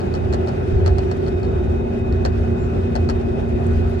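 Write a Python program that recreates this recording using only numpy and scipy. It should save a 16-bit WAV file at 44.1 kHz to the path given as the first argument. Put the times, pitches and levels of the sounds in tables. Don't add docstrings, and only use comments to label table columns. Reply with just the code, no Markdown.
import sys
import numpy as np
from scipy import signal
from scipy.fft import rfft, irfft
from scipy.io import wavfile
from scipy.ndimage import uniform_filter1d

SR = 44100
rng = np.random.default_rng(int(sys.argv[2]) if len(sys.argv) > 2 else 0)


def int16_out(signal):
    q = np.round(np.clip(np.atleast_2d(signal).T, -1, 1) * 32767)
    wavfile.write(sys.argv[1], SR, q.astype(np.int16))


N = 176400
IMPACT_RISE_S = 0.0011

# time in seconds, relative level in dB.
RUMBLE_SWELL = [(0, -31), (.25, -19), (.54, -31), (.71, -22.5), (.745, -13.5), (.785, -19), (.83, -18),
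                (.92, -16.5), (1.13, -28), (1.5, -22.5), (1.75, -25), (2.03, -26.5), (2.18, -21),
                (2.42, -20.5), (2.52, -22.5), (2.88, -24), (3.05, -22.5), (3.4, -26), (3.82, -17.5),
                (4, -28)]
# time in seconds, gain in dB.
TREBLE_SWELL = [(0, 2), (.3, 0), (.62, 2), (.8, 1), (1.35, 0.5), (1.7, -1.5), (2.05, -2), (2.3, 0),
                (2.5, -0.5), (2.75, 0.5), (3.3, -1), (3.55, -0.5), (3.8, 3), (4, 0.5)]


def amp(db):
    return 10 ** (np.asarray(db) / 20)


def unit(x):
    return x / np.sqrt(np.mean(abs(x) ** 2) + 1e-20)


def at_hz(points, hz):
    freqs, values = np.transpose(points)
    return np.interp(np.log(hz + 1), np.log(freqs + 1), values)


def at_time(points, t, column=1):
    rows = np.array(points)
    return np.interp(t, rows[:, 0], rows[:, column])


def hump(hz, centre_hz, octaves):
    return np.exp(-.5 * (np.log2((hz + 1) / centre_hz) / octaves) ** 2)


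def below(hz, edge_hz, order):
    return 1 / (1 + (hz / edge_hz) ** order)


def pan(db):
    return amp(np.array([[db], [-db]]) / 2)


def add(mix, start_s, sound):
    part = mix[:, max(round(start_s * SR), 0):][:, :sound.shape[1]]
    part += sound[:, :part.shape[1]]


def slow(top_hz):
    size, control_hz = 2048, 400
    hz = np.fft.rfftfreq(size, 1 / control_hz)
    wander = irfft(rfft(rng.standard_normal(size)) * below(hz, top_hz, order=4))
    return unit(np.interp(np.arange(N) / SR, np.arange(size) / control_hz, wander))


def rolling():
    # frequency in Hz, relative density in dB.
    spectrum = [(15, -59), (26, -38.5), (36, -17), (43, -19.5), (50, 2.5), (75, 2.5), (88, 1), (99, -11.5),
                (116, -3.5), (165, -10), (220, -8.5), (300, -14.5), (400, -12.5), (480, -17.5),
                (640, -18.5), (740, -17.5), (900, -21), (1100, -30.5), (1420, -29.5), (1900, -35),
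                (2200, -39.5), (2650, -39.5), (3300, -45), (4400, -49), (6000, -53.5), (8500, -60.5),
                (9400, -62), (10200, -64), (12000, -66), (12800, -78), (15500, -83)]
    # frequency in Hz, correlation.
    correlation = [(60, 0.89), (99, 1), (160, 0.7), (270, 0.37), (450, 0.5), (740, -0.51), (950, -0.9),
                   (1220, -0.33), (2010, 0.025), (3330, -0.12), (5500, -0.11), (9080, 0.058), (15000, 0.21)]
    # frequency in Hz, left minus right in dB.
    balance = [(60, 3), (150, -3), (300, 6), (600, 1.5), (1500, 0), (3000, 4), (6000, 4), (9000, -1),
               (14000, -0.5)]
    level_db, surge_db, patch_db, flutter_db, flutter_edge_hz = -21, 1.2, 1.085, 1, 1500
    t, hz = np.arange(N // 512 + 5) * 512 / SR, np.fft.rfftfreq(2048, 1 / SR)
    left_re, left_im, other_re, other_im, patches = rng.standard_normal((5, len(t), len(hz)))
    left, other = left_re + 1j * left_im, other_re + 1j * other_im
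    likeness = np.clip(at_hz(correlation, hz), -1, 1)
    frames = np.array([left, likeness * left + np.sqrt(1 - likeness ** 2) * other])

    bass, treble = below(hz, edge_hz=92, order=20), 1 - below(hz, edge_hz=1300, order=2)
    swell_db = at_time(RUMBLE_SWELL, t)
    surge = np.interp(t, np.arange(N) / SR, slow(top_hz=7.4))
    patches = unit(uniform_filter1d(uniform_filter1d(patches, size=7, axis=0), size=20, axis=1))
    db = at_hz(spectrum, hz) + np.outer(swell_db - swell_db.mean(), bass)
    db += np.outer(at_time(TREBLE_SWELL, t), treble)
    db += surge_db * np.outer(surge, hump(hz, centre_hz=566, octaves=0.95))
    db += patch_db * patches * (1 - 2 * bass)
    pan_db = at_hz(balance, hz)
    frames *= amp(db) * amp(np.array([pan_db, -pan_db]) / 2)[:, None]

    noise = unit(signal.istft(frames.transpose(0, 2, 1), nperseg=2048, noverlap=1536)[1][:, :N])
    body = signal.sosfiltfilt(signal.butter(2, flutter_edge_hz, fs=SR, output="sos"), noise)
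    hiss = (noise - body) * amp(flutter_db * slow(top_hz=22))
    return amp(level_db) * (body + hiss)


def cabin_boom():
    centre_hz, width_hz, level_db = 85.9, 6.4, -25.5
    t = np.arange(N) / SR
    envelope = slow(width_hz / 2) + 1j * slow(width_hz / 2)
    envelope /= np.sqrt(abs(envelope) ** 2 + .5)
    resonance = (envelope * np.exp(2j * np.pi * centre_hz * t)).real
    return amp(level_db) * pan(db=-5) * unit(resonance * amp(at_time(RUMBLE_SWELL, t)))


def machine_tone(hz, db, pan_db, lead_rad, waver=0.21, waver_hz=10.4):
    drift = 0.001197 * slow(top_hz=4.97)
    phase = 2 * np.pi * (np.cumsum(hz * (1 + drift)) / SR + rng.random())
    wobble = 1 + waver * (slow(waver_hz) + 1j * slow(waver_hz))
    ear_phase = np.array([[lead_rad], [-lead_rad]]) / 2
    wave = unit(wobble) * np.exp(1j * (phase + ear_phase))
    return np.sqrt(2) * amp(db) * pan(pan_db) * wave.real


def drive():
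    # time in seconds, order 8 in dB, order 13 in dB.
    main_levels = [(0, -39.5, -36), (.4, -31, -28.5), (.65, -35.5, -30.5), (.78, -38, -25),
                   (1.35, -35.5, -27.5), (1.62, -34.5, -28.5), (1.75, -28.5, -29), (2.4, -28.5, -33),
                   (3.1, -28, -31.5), (3.7, -27.5, -34), (4, -28.5, -30.5)]
    hum_orders = {4: (-34, 0, 0), 5: (-40, 0, 0), 6: (-42, 0, 0), 7: (-45, 0, 0), 9: (-45, 5, 0),
                  12: (-39.5, -10.5, -1.2), 14: (-37, 0, -0.46), 20: (-47.5, 5.9, 1.9),
                  22: (-51.5, 9.4, 1.83), 24: (-44.5, 6, 2.28)}
    whine_orders = {37: (-61, 0, 1.5), 50: (-56, 0, .4), 68: (-64, 2, 0), 84: (-62.5, 4, 0.96),
                    86: (-52.5, 1.4, 1.9), 88: (-68, 4.8, 1), 125: (-69, 6, 0)}
    # time in seconds, level in dB.
    top_levels = [(0, -68), (1.7, -63.5), (2.4, -68), (4, -70)]
    # frequency in Hz, level in dB, pan in dB, left lead in radians.
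    other_tones = [(360, -32, -8, -1.46), (388, -45.5, -5, -0.71)]
    shaft_hz = 29.37
    firm, unsteady = dict(waver=0.091, waver_hz=7), dict(waver=0.4, waver_hz=25.2)
    t = np.arange(N) / SR
    hum = machine_tone(8 * shaft_hz, at_time(main_levels, t, 1), pan_db=2, lead_rad=-.1, **firm)
    hum += machine_tone(13 * shaft_hz, at_time(main_levels, t, 2), pan_db=-3, lead_rad=-1.05, **firm)
    hum += sum(machine_tone(order * shaft_hz, *row) for order, row in hum_orders.items())
    whine = sum(machine_tone(order * shaft_hz, *row, **unsteady) for order, row in whine_orders.items())
    whine += machine_tone(126 * shaft_hz, at_time(top_levels, t), pan_db=5, lead_rad=0, **unsteady)
    return hum + whine + sum(machine_tone(*row) for row in other_tones)


def fitting_knock(strength_db, ring_db, crack_t60_s):
    # frequency in Hz, relative density in dB.
    spectrum = [(200, -13), (550, 16.5), (950, -6), (1280, 0), (1550, 2.5), (1800, 0.5), (2200, -9.5),
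                (3000, -4), (3850, -8), (4300, 5), (4800, -1.5), (5400, -1.5), (6400, -9.5), (7300, -5.5),
                (8500, -15.5), (9500, -25), (10700, -15), (12700, -38), (15500, -35)]
    # frequency in Hz, relative level in dB, T60 in seconds.
    modes = [(1291, -4.5, .045), (1810, -14, .03), (4300, 4.5, .012), (4560, -4, 0.0098),
             (5180, -8, 0.0094), (7370, -19.5, 0.021)]
    thud_t60_s, cabin_t60_s, spread_rad = 0.11, 0.098, 0.58
    t, hz = np.arange(4096) / SR, np.fft.rfftfreq(4096, 1 / SR)
    burst = rfft(rng.standard_normal((2, 4096))) * unit(amp(at_hz(spectrum, hz)))
    burst *= amp(0.36 * strength_db * (1 - below(hz, edge_hz=7000, order=4)))
    low = below(hz, edge_hz=2500, order=4)
    cabin_tail = amp(-14 - 60 * t / cabin_t60_s)
    crack = irfft(burst * (1 - low)) * (amp(-60 * t / crack_t60_s) + cabin_tail)
    thud = irfft(burst * low) * (amp(-2 - 60 * t / thud_t60_s) + cabin_tail)
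    ring = 0
    for mode_hz, mode_db, t60_s in modes:
        phase = 2 * np.pi * (mode_hz * rng.uniform(1.0, 1.015) * t + rng.random())
        ear_phase = spread_rad * rng.uniform(-1, 1, (2, 1))
        ring += amp(mode_db - 60 * t / t60_s) * np.sin(phase + ear_phase)
    blow = amp(-22.5 + strength_db) * (crack + thud) + amp(ring_db + 0.65 * strength_db) * ring
    return np.minimum(t / IMPACT_RISE_S, 1) * blow


def panel_clack(strength_db):
    # frequency in Hz, relative level in dB, T60 in seconds, left lead in radians.
    modes = [(564, -11.5, 0.092, 1.34), (711, -1.5, 0.083, 2.8), (859, 1, .055, 2.82),
             (980, -7.5, .05, 3.03), (1210, -7.5, 0.03, 3.2), (1910, -13, .05, 2.57)]
    rise_s = .002
    t = np.arange(4096) / SR
    ring = 0
    for mode_hz, mode_db, t60_s, lead_rad in modes:
        phase = 2 * np.pi * (mode_hz * rng.uniform(1.0, 1.02) * t + rng.random())
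        ear_phase = np.array([[lead_rad], [-lead_rad]]) / 2
        ring += amp(mode_db - 60 * t / t60_s) * np.sin(phase + ear_phase)
    return amp(-19.5 + 1.13 * strength_db) * np.minimum(t / rise_s, 1) * ring


def rattle():
    # start in seconds, relative strength in dB.
    blows = [(.005, -15), (.015, -16), (0.1392, -6.5), (.151, -7), (0.16, -15), (0.3264, -5.5), (.335, -4),
             (0.342, -5), (0.473, -10), (.482, -10), (0.489, -10), (0.861, -1), (.869, -8), (.8762, -3.5),
             (.9827, -5), (.990, -11.5), (0.995, -21), (1.1132, -5), (1.122, -14), (1.264, -16),
             (1.274, -14), (1.281, -9), (1.4311, -13), (1.443, -21), (1.450, -16), (2.1245, -14.5),
             (2.2503, 1.5), (2.2589, -1.5), (2.953, -2), (2.961, -4.5), (2.967, -24), (3.089, -4),
             (3.0969, 0.5), (3.104, -11), (3.2126, -23)]
    rebound_within_s = .03
    out, previous_s = np.zeros((2, N)), -np.inf
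    for start_s, strength_db in blows:
        if start_s - previous_s < rebound_within_s:
            knock = fitting_knock(strength_db, ring_db=-35.5, crack_t60_s=0.017)
        else:
            knock = fitting_knock(strength_db, ring_db=-28.5, crack_t60_s=0.015)
        add(out, start_s, knock + panel_clack(strength_db))
        previous_s = start_s
    return out * pan(db=2)


def noise_burst(db, centre_hz, octaves, t60_s):
    t, hz = np.arange(8192) / SR, np.fft.rfftfreq(8192, 1 / SR)
    band = unit(irfft(rfft(rng.standard_normal((2, 8192))) * hump(hz, centre_hz, octaves)))
    return band * np.minimum(t / IMPACT_RISE_S, 1) * amp(db - 60 * t / t60_s)


def ticks_and_thud():
    # start in seconds, level in dB, centre in Hz, width in octaves, T60 in seconds.
    bursts = [(3.098, -35, 610, 0.098, .085), (3.6655, -45.5, 7660, 0.28, .03),
              (3.895, -59, 11000, .1, .12)]
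    ticks_per_s, tick_db, spread_db = 9, -60, 6
    out = np.zeros((2, N))
    for start_s, *row in bursts:
        add(out, start_s, noise_burst(*row))
    for position, size in rng.random((round(ticks_per_s * N / SR), 2)):
        start_s = position * N / SR
        db = tick_db + spread_db * (2 * size - 1) + at_time(TREBLE_SWELL, start_s)
        add(out, start_s, noise_burst(db, centre_hz=6800, octaves=.45, t60_s=0.055))
    return out


def squeak():
    # start in seconds, length in seconds, peak level in dB.
    pulses = [(2.57, 0.12, -57), (2.71, 0.1, -68)]
    pitch_hz, jitter_hz = 7240, 28.5
    out = np.zeros((2, N))
    for start_s, length_s, db in pulses:
        t = np.arange(0, length_s, 1 / SR)
        phase = 2 * np.pi * np.cumsum(pitch_hz + jitter_hz * slow(top_hz=90)[:len(t)]) / SR
        add(out, start_s, amp(db) * np.sin(np.pi * t / length_s) * np.sin(phase) * pan(db=0.8))
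    return out


def scene():
    return rolling() + cabin_boom() + drive() + rattle() + squeak() + ticks_and_thud()


def record(dry):
    edge_hz = 15700
    lowpass = signal.firwin(511, edge_hz, window=("kaiser", 9), fs=SR)
    return signal.oaconvolve(dry, lowpass[None], "same")


dry = scene()
out = record(dry)
int16_out(out)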